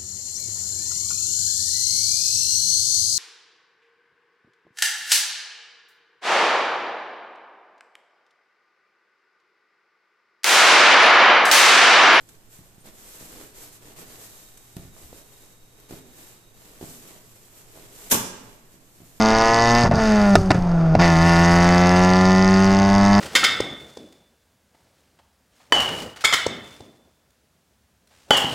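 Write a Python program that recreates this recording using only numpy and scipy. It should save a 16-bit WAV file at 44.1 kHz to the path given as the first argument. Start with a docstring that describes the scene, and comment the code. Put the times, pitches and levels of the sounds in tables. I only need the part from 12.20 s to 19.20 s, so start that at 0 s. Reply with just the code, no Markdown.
"""First comes the hiss of cloth sliding, as a sewn cotton bag is pulled through and turned inside out.
Its folds flutter, its creases pop, hands and hems bump the work table, and the grip squeaks once.
Near the end the bag is flicked open with one sharp crack that rings in the echoing room.
Soft room air and a low hum lie beneath it all, joined for a while by a thin electric whine."""
import sys
import numpy as np
from scipy import signal
from scipy.fft import rfft, irfft, next_fast_len
from scipy.io import wavfile
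from scipy.ndimage import uniform_filter1d, map_coordinates

SR = 44100
rng = np.random.default_rng(int(sys.argv[2]) if len(sys.argv) > 2 else 0)


def digitize_waveform(pressure):
    """Quantize a signal to 16-bit integers and store it at the path in sys.argv[1].

    Rows of a 2-D input are taken as channels; values are limited to [-1, 1].
    """
    field = np.atleast_2d(pressure).T
    bounded = np.clip(field, -1, 1)
    quanta = np.round(bounded * 32767).astype(np.int16)
    wavfile.write(sys.argv[1], SR, quanta)


N = 308700  # 7 seconds
TOP_HZ = 14400  # the highest pitch kept


def amp(db):
    """Turn decibels into a number to multiply a sound by."""
    return 10 ** (np.asarray(db) / 20)


def along(points, hz):
    """Read a table of (pitch, value) points at any pitch, giving each octave equal space."""
    pitches, values = np.transpose(points)
    return np.interp(np.log(hz + 1), np.log(pitches + 1), values)


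def wobble(per_s):
    """A smooth random curve that heads for a new value per_s times a second."""
    targets = rng.standard_normal(int(N * per_s / SR) + 4)
    return map_coordinates(targets, [np.arange(N) * per_s / SR], order=2)


def tone(hz, waver):
    """A pure tone of average power 1; waver pushes its waves early or late."""
    return np.sqrt(2) * np.sin(2 * np.pi * hz * np.arange(N) / SR + waver)


def fade(t, fade_s):
    """Die away by 60 dB in fade_s seconds: the "fade time" in the tables."""
    return amp(-60 * t / fade_s)


def add(track, start_s, sound):
    """Mix a sound into a track at the given time."""
    part = track[..., round(start_s * SR):][..., :sound.shape[-1]]
    part += sound[..., :part.shape[-1]]


def filtered(x, gain_at):
    """Turn each pitch in a sound up or down by gain_at(pitch)."""
    n = x.shape[-1]
    padded = next_fast_len(n + SR // 8, True)
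    return irfft(rfft(x, padded) * gain_at(np.fft.rfftfreq(padded, 1 / SR)), padded)[..., :n]


# How alike left and right sound, most of all in the bass: (pitch [Hz], likeness [0 to 1])
LIKENESS = [(60, 0.63), (290, 0.9), (640, 0.54), (1400, 0.048), (3100, 0.11), (6800, 0.01)]
def stereo(pair, colour=((1000, 0),)):
    """Blend two unrelated noises into left and right, with a tone colour and average power 1."""
    def gain_at(hz):
        angle = np.arccos(np.clip(along(LIKENESS, hz), -1, 1)) / 2
        return amp(along(colour, hz)) * (hz < TOP_HZ) * [np.cos(angle), np.sin(angle)]
    middle, side = filtered(pair, gain_at)
    both = np.array([middle + side, middle - side])
    return both / np.sqrt(np.mean(both ** 2) + 1e-20)


def slips(n, per_s, scatter_db=0):
    """Threads catch and let go, making tiny random ticks of uneven size on two channels."""
    size = (rng.random(n) < per_s / SR) * amp(scatter_db * rng.standard_normal(n))
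    return size * rng.standard_normal((2, n))


# Each pull, lift or sweep of the cloth: (start [s], length [s], hiss level [dB], flutter level [dB])
CLOTH_STROKES = [(0, 0.029, -62, -56), (0.068, 0.13, -62.5, -61.5), (0.294, 0.14, -54.5, -63.5),
                 (0.387, .135, -63, -65), (0.634, 0.093, -56, -53.5), (0.686, 0.74, -51, -57.5),
                 (0.955, 0.17, -55.5, -54.5), (1.084, 0.23, -60, -49.5), (1.14, 0.17, -53, -57.5),
                 (1.333, 0.21, -48.5, -52.5), (1.509, 0.096, -53, -65), (1.598, 0.2, -56.5, -53),
                 (1.752, 0.13, -49, -47), (1.835, 0.25, -52.5, -52.5), (1.98, 0.15, -49.5, -58),
                 (1.992, 0.45, -53.5, -62.5), (2.293, 0.6, -59.5, -67), (2.56, 0.16, -60, -58.5),
                 (2.719, 0.28, -54, -59), (2.915, 0.14, -53.5, -56.5), (2.99, 0.51, -59, -64),
                 (3.52, 0.25, -65, -60.5), (3.674, 0.17, -52.5, -52), (3.85, .14, -60.5, -59.5),
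                 (3.914, 0.32, -53, -56), (4.314, 0.46, -57.7, -56), (4.58, 0.3, -49, -66),
                 (4.786, 0.26, -53.5, -52.5), (4.923, 0.64, -59.5, -67), (5.318, 0.17, -56, -59),
                 (5.438, 0.39, -56, -54.5), (5.691, 0.38, -50, -54), (6.09, 0.37, -61, -56.5),
                 (6.484, .125, -62.5, -69), (6.602, 1, -60.5, -71)]
def strokes():
    """How strong the hiss and flutter are as the cloth speeds up, glides and stops in each stroke."""
    power = amp([[-64.5], [-69]]) ** 2 * np.ones(N)  # between strokes it still stirs in the hands
    for start, length, hiss_db, flutter_db in CLOTH_STROKES:
        progress = np.linspace(0, 1, round(length * SR))
        speed = np.abs(np.sin(np.pi * progress ** 0.71)) ** 1.26  # fastest a little before halfway
        add(power, start, (amp([[hiss_db], [flutter_db]]) * speed) ** 2)
    return np.sqrt(power)


# Tone colour of the sliding weave: (pitch [Hz], level [dB])
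HISS_COLOUR = [(200, -54), (700, 0), (1500, -2), (3000, -2.5), (5000, -1.5), (8000, 2.5), (14000, 0.5)]
# Tone colour of the buckling folds: (pitch [Hz], level [dB])
FOLD_COLOUR = [(25, 7.5), (60, -4.5), (120, -1.5), (250, 1), (420, 1.5), (700, -6.5), (1200, -10.5),
               (2200, -12.5), (5000, -17.5), (12000, -48)]
def rustle():
    """The sliding weave hisses and buckling folds flutter lower down; both catch and jerk together."""
    sliding, folding = strokes()
    jerk = wobble(70)
    hiss = sliding * amp(0.74 * jerk) * stereo(slips(N, per_s=24000), HISS_COLOUR)
    flutter = folding * amp(1.5 * jerk) * stereo(slips(N, per_s=2000, scatter_db=2), FOLD_COLOUR)
    return hiss + flutter


# Tone colour of the room's air: (pitch [Hz], level [dB])
AIR_COLOUR = [(20, 12), (35, 3), (70, -5.5), (130, -1.5), (250, -7), (450, -10), (1000, -16), (2000, -21.5),
              (5000, -27.5), (14000, -55)]
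def air_and_hum():
    """A soft rush of room air and a low, slightly wavering hum go on throughout."""
    air = amp(-56.5) * stereo(rng.standard_normal((2, N)), AIR_COLOUR)
    hum = amp(-65.5 + 2.3 * wobble(11)) * tone(hz=116.4, waver=1.1 * wobble(25))
    return air + hum


# Creases popping over: (time [s], level [dB])
CREASE_POPS = [(0.088, -41), (0.658, -46), (1.629, -50), (1.788, -41), (2.372, -39), (3.236, -54),
               (3.599, -46), (5.25, -48), (5.561, -44)]
def creases():
    """A crease pops over in a short burst of slipping threads."""
    out, t = np.zeros((2, N)), np.arange(SR // 8) / SR
    shape = (1 - np.exp(-t / 0.0011)) * fade(t, 0.052)
    for start, db in CREASE_POPS:
        burst = stereo(slips(len(t), per_s=7100), HISS_COLOUR)
        add(out, start, amp(db - 5.5) * shape * burst)
    return out


# Hands and hems landing on the table; the last two columns are added to the level:
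# (time [s], level [dB], thud pitch [Hz], click [dB], follow-up touches [dB])
TABLE_BUMPS = [(0.39, -39.5, 150, -20, -10), (0.471, -46, 260, -14, -15), (0.581, -44, 180, -14, -26),
               (0.657, -42, 516, -13, -2), (1.011, -41.5, 266, -19, -1), (1.213, -37, 453, -7, -17),
               (1.796, -42.5, 250, -8, -4.5), (2.567, -25.5, 173, -2, -11), (2.652, -39.5, 120, -22, -10),
               (2.766, -40.5, 1000, -14, -10), (2.827, -40.5, 95, -22, -2), (2.929, -33.5, 477, -16, -12),
               (3.236, -43.5, 400, -14, -10), (3.7092, -28, 347, -4, -1), (4.612, -27.5, 390, -16, 1),
               (5.559, -40.5, 770, -11, 2), (5.926, -20, 340, -14, -20), (5.944, -23.5, 313, 15, -19),
               (6.542, -44, 266, -12, -4), (6.803, -38.5, 276, -16, -1)]
def touches():
    """A hand flattens in three quick touches, each lower in pitch; the later two click less."""
    pitch_drop, duller_db = 0.76, 5
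    for start, db, hz, click_db, follow_db in TABLE_BUMPS:
        yield start, db, hz, click_db
        yield start + 0.0155, db + follow_db, hz * pitch_drop, click_db - duller_db
        yield start + 0.0275, db + follow_db - 3.5, hz * pitch_drop ** 2, click_db - duller_db


# The notes the table top rings with: (pitch [Hz], level [dB], fade time [s])
TABLE_NOTES = [(119, -14, 0.1), (165, -4.5, 0.26), (261.6, -0.5, 0.1), (310, -16, 0.069), (430, -14, 0.17),
               (543, -1, 0.14), (668, 3, 0.22), (960, -27, .1)]
def bumps():
    """Each touch gives a quickly dying swing of the table's mat, a ring, a cloth scuff and a click."""
    out, t = np.zeros((2, N)), np.arange(SR // 3) / SR
    for start, db, hz, click_db in touches():
        swing = np.sin(2 * np.pi * hz * t) * np.exp(-t * hz / 0.54) * (1 - np.exp(-t * hz / 0.14))
        ring = np.zeros(len(t))
        for note_hz, note_db, fade_s in TABLE_NOTES:
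            # a soft, slow touch barely wakes the higher notes
            strength = amp(note_db + rng.normal(0, 0.86)) / (1 + (note_hz / (2 * hz)) ** 2)
            ring += strength * fade(t, fade_s) * np.sin(2 * np.pi * note_hz * t)
        thud = -(swing + amp(-16.5) * ring / np.abs(ring).max())
        scuff = fade(t, 0.066) * stereo(rng.standard_normal((2, len(t))), FOLD_COLOUR)
        click = fade(t, 0.013) * stereo(rng.standard_normal((2, len(t))), HISS_COLOUR)
        add(out, start, amp(db) * (amp(3.5) * thud + amp(-17) * scuff + amp(click_db - 10.5) * click))
    return out


def squeak():
    """A brief high squeak as the grip shifts."""
    peak_s, width_s = 0.617, 0.008
    swell = np.exp(-0.5 * ((np.arange(N) / SR - peak_s) / width_s) ** 2)
    return amp(-61.5) * swell * tone(hz=8950, waver=1.2 * wobble(370))


# The tones in the electric whine: (pitch [Hz], relative level [dB])
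WHINE_TONES = [(3768, 2), (3797, 0.5), (6202, -4)]
def whine():
    """A thin electric whine flickers for a couple of seconds, more on the right."""
    on_s, off_s = 2.12, 4.4
    t = np.arange(N) / SR
    running = uniform_filter1d(amp(-77.5) * ((t > on_s) & (t < off_s)), SR // 30)  # eases in and out
    tones = sum(amp(db + 2.3 * wobble(40)) * tone(hz, 0.74 * wobble(60)) for hz, db in WHINE_TONES)
    return running * tones * amp([[-3], [1.5]])


# Tone colour of the cloth's crack: (pitch [Hz], level [dB])
CRACK_COLOUR = [(100, -21), (600, 7.5), (1000, -20), (1350, 2), (1950, -1.5), (3000, 2.5), (4700, -1.5),
                (5600, 4.5), (8000, 4.5), (11000, 5.5), (14000, 2), (17000, -25)]
# Tone colour of the puff of air it shoves aside: (pitch [Hz], level [dB])
PUFF_COLOUR = [(25, -30), (65, -29), (100, 2), (220, 3.5), (440, 4), (660, -8.5), (980, 1), (1400, -5.5),
               (2200, -22), (6000, -42)]
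# The snaps in the one flick: (time [s], level [dB], rise time [s], fade time [s], relative puff [dB])
FLICK_SNAPS = [(5.898, -30.5, .006, 0.3, -20), (5.9101, -19, 0.0015, 0.1, -13),
               (5.9144, -14.5, 0.00059, 0.077, -7.5), (5.921, -18, 0.0022, 0.19, -3),
               (5.941, -26.5, 0.0043, 0.09, 9.5)]
def flick():
    """The cloth whips tight, many threads slip at once and air is shoved aside, a little to the left."""
    out, t = np.zeros((2, N)), np.arange(SR // 2) / SR
    for start, db, rise_s, fade_s, puff_db in FLICK_SNAPS:
        crack = stereo(slips(len(t), per_s=13000), CRACK_COLOUR)
        puff = stereo(rng.standard_normal((2, len(t))), PUFF_COLOUR)
        shape = (1 - np.exp(-t / rise_s)) * fade(t, fade_s)
        add(out, start, amp(db) * shape * (crack + amp(puff_db - 2.5) * puff))
    return out * amp([[0.6], [-0.4]])


# How long the room rings: (pitch [Hz], fade time [s])
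ROOM_FADE = [(100, 1), (400, 0.94), (1500, 0.79), (4000, 0.71), (7500, 0.6), (12000, 0.37)]
def room(sound, echo_db):
    """Add the echo from the walls, in which the high pitches die first."""
    hz, t, bands = signal.stft(stereo(rng.standard_normal((2, SR))), SR, nperseg=256)
    shape = (1 - np.exp(-t / 0.00096)) * fade(t, along(ROOM_FADE, hz)[:, None])
    _, echo = signal.istft(bands * shape, SR, nperseg=256)
    echo /= np.linalg.norm(echo[0])
    return sound + amp(echo_db) * signal.fftconvolve(sound[:1], echo, axes=1)[:, :N]


def scene():
    """Cloth and table echo in the room; the air, hum, squeak and whine are added without echo."""
    cloth = room(rustle() + creases(), echo_db=-7.5)
    table = room(bumps(), echo_db=-7)
    crack = room(flick(), echo_db=-7)
    return cloth + air_and_hum() + table + squeak() + whine() + crack


# How the left microphone opening colours the sound: (pitch [Hz], boost [dB])
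LEFT_MIC = [(100, -0.95), (1000, 1), (4000, 2), (6300, -0.5), (8000, -2), (10000, 1.5), (13000, 8.5),
            (14200, 5)]
# The same for the right opening: (pitch [Hz], boost [dB])
RIGHT_MIC = [(100, 0.5), (1000, 2.5), (4800, 3.5), (6000, 5.5), (7700, 8), (10000, 0.5), (11500, -5.5),
             (12300, -1.5), (14200, -9.5)]
def record(dry):
    """Each opening boosts its own high pitches; too-loud peaks and anything above TOP_HZ are cut off."""
    heard = filtered(dry, lambda hz: amp([along(LEFT_MIC, hz), along(RIGHT_MIC, hz)]))
    return filtered(np.clip(heard, -1, 1), lambda hz: hz < TOP_HZ)


dry = scene()
out = record(dry)
digitize_waveform(out)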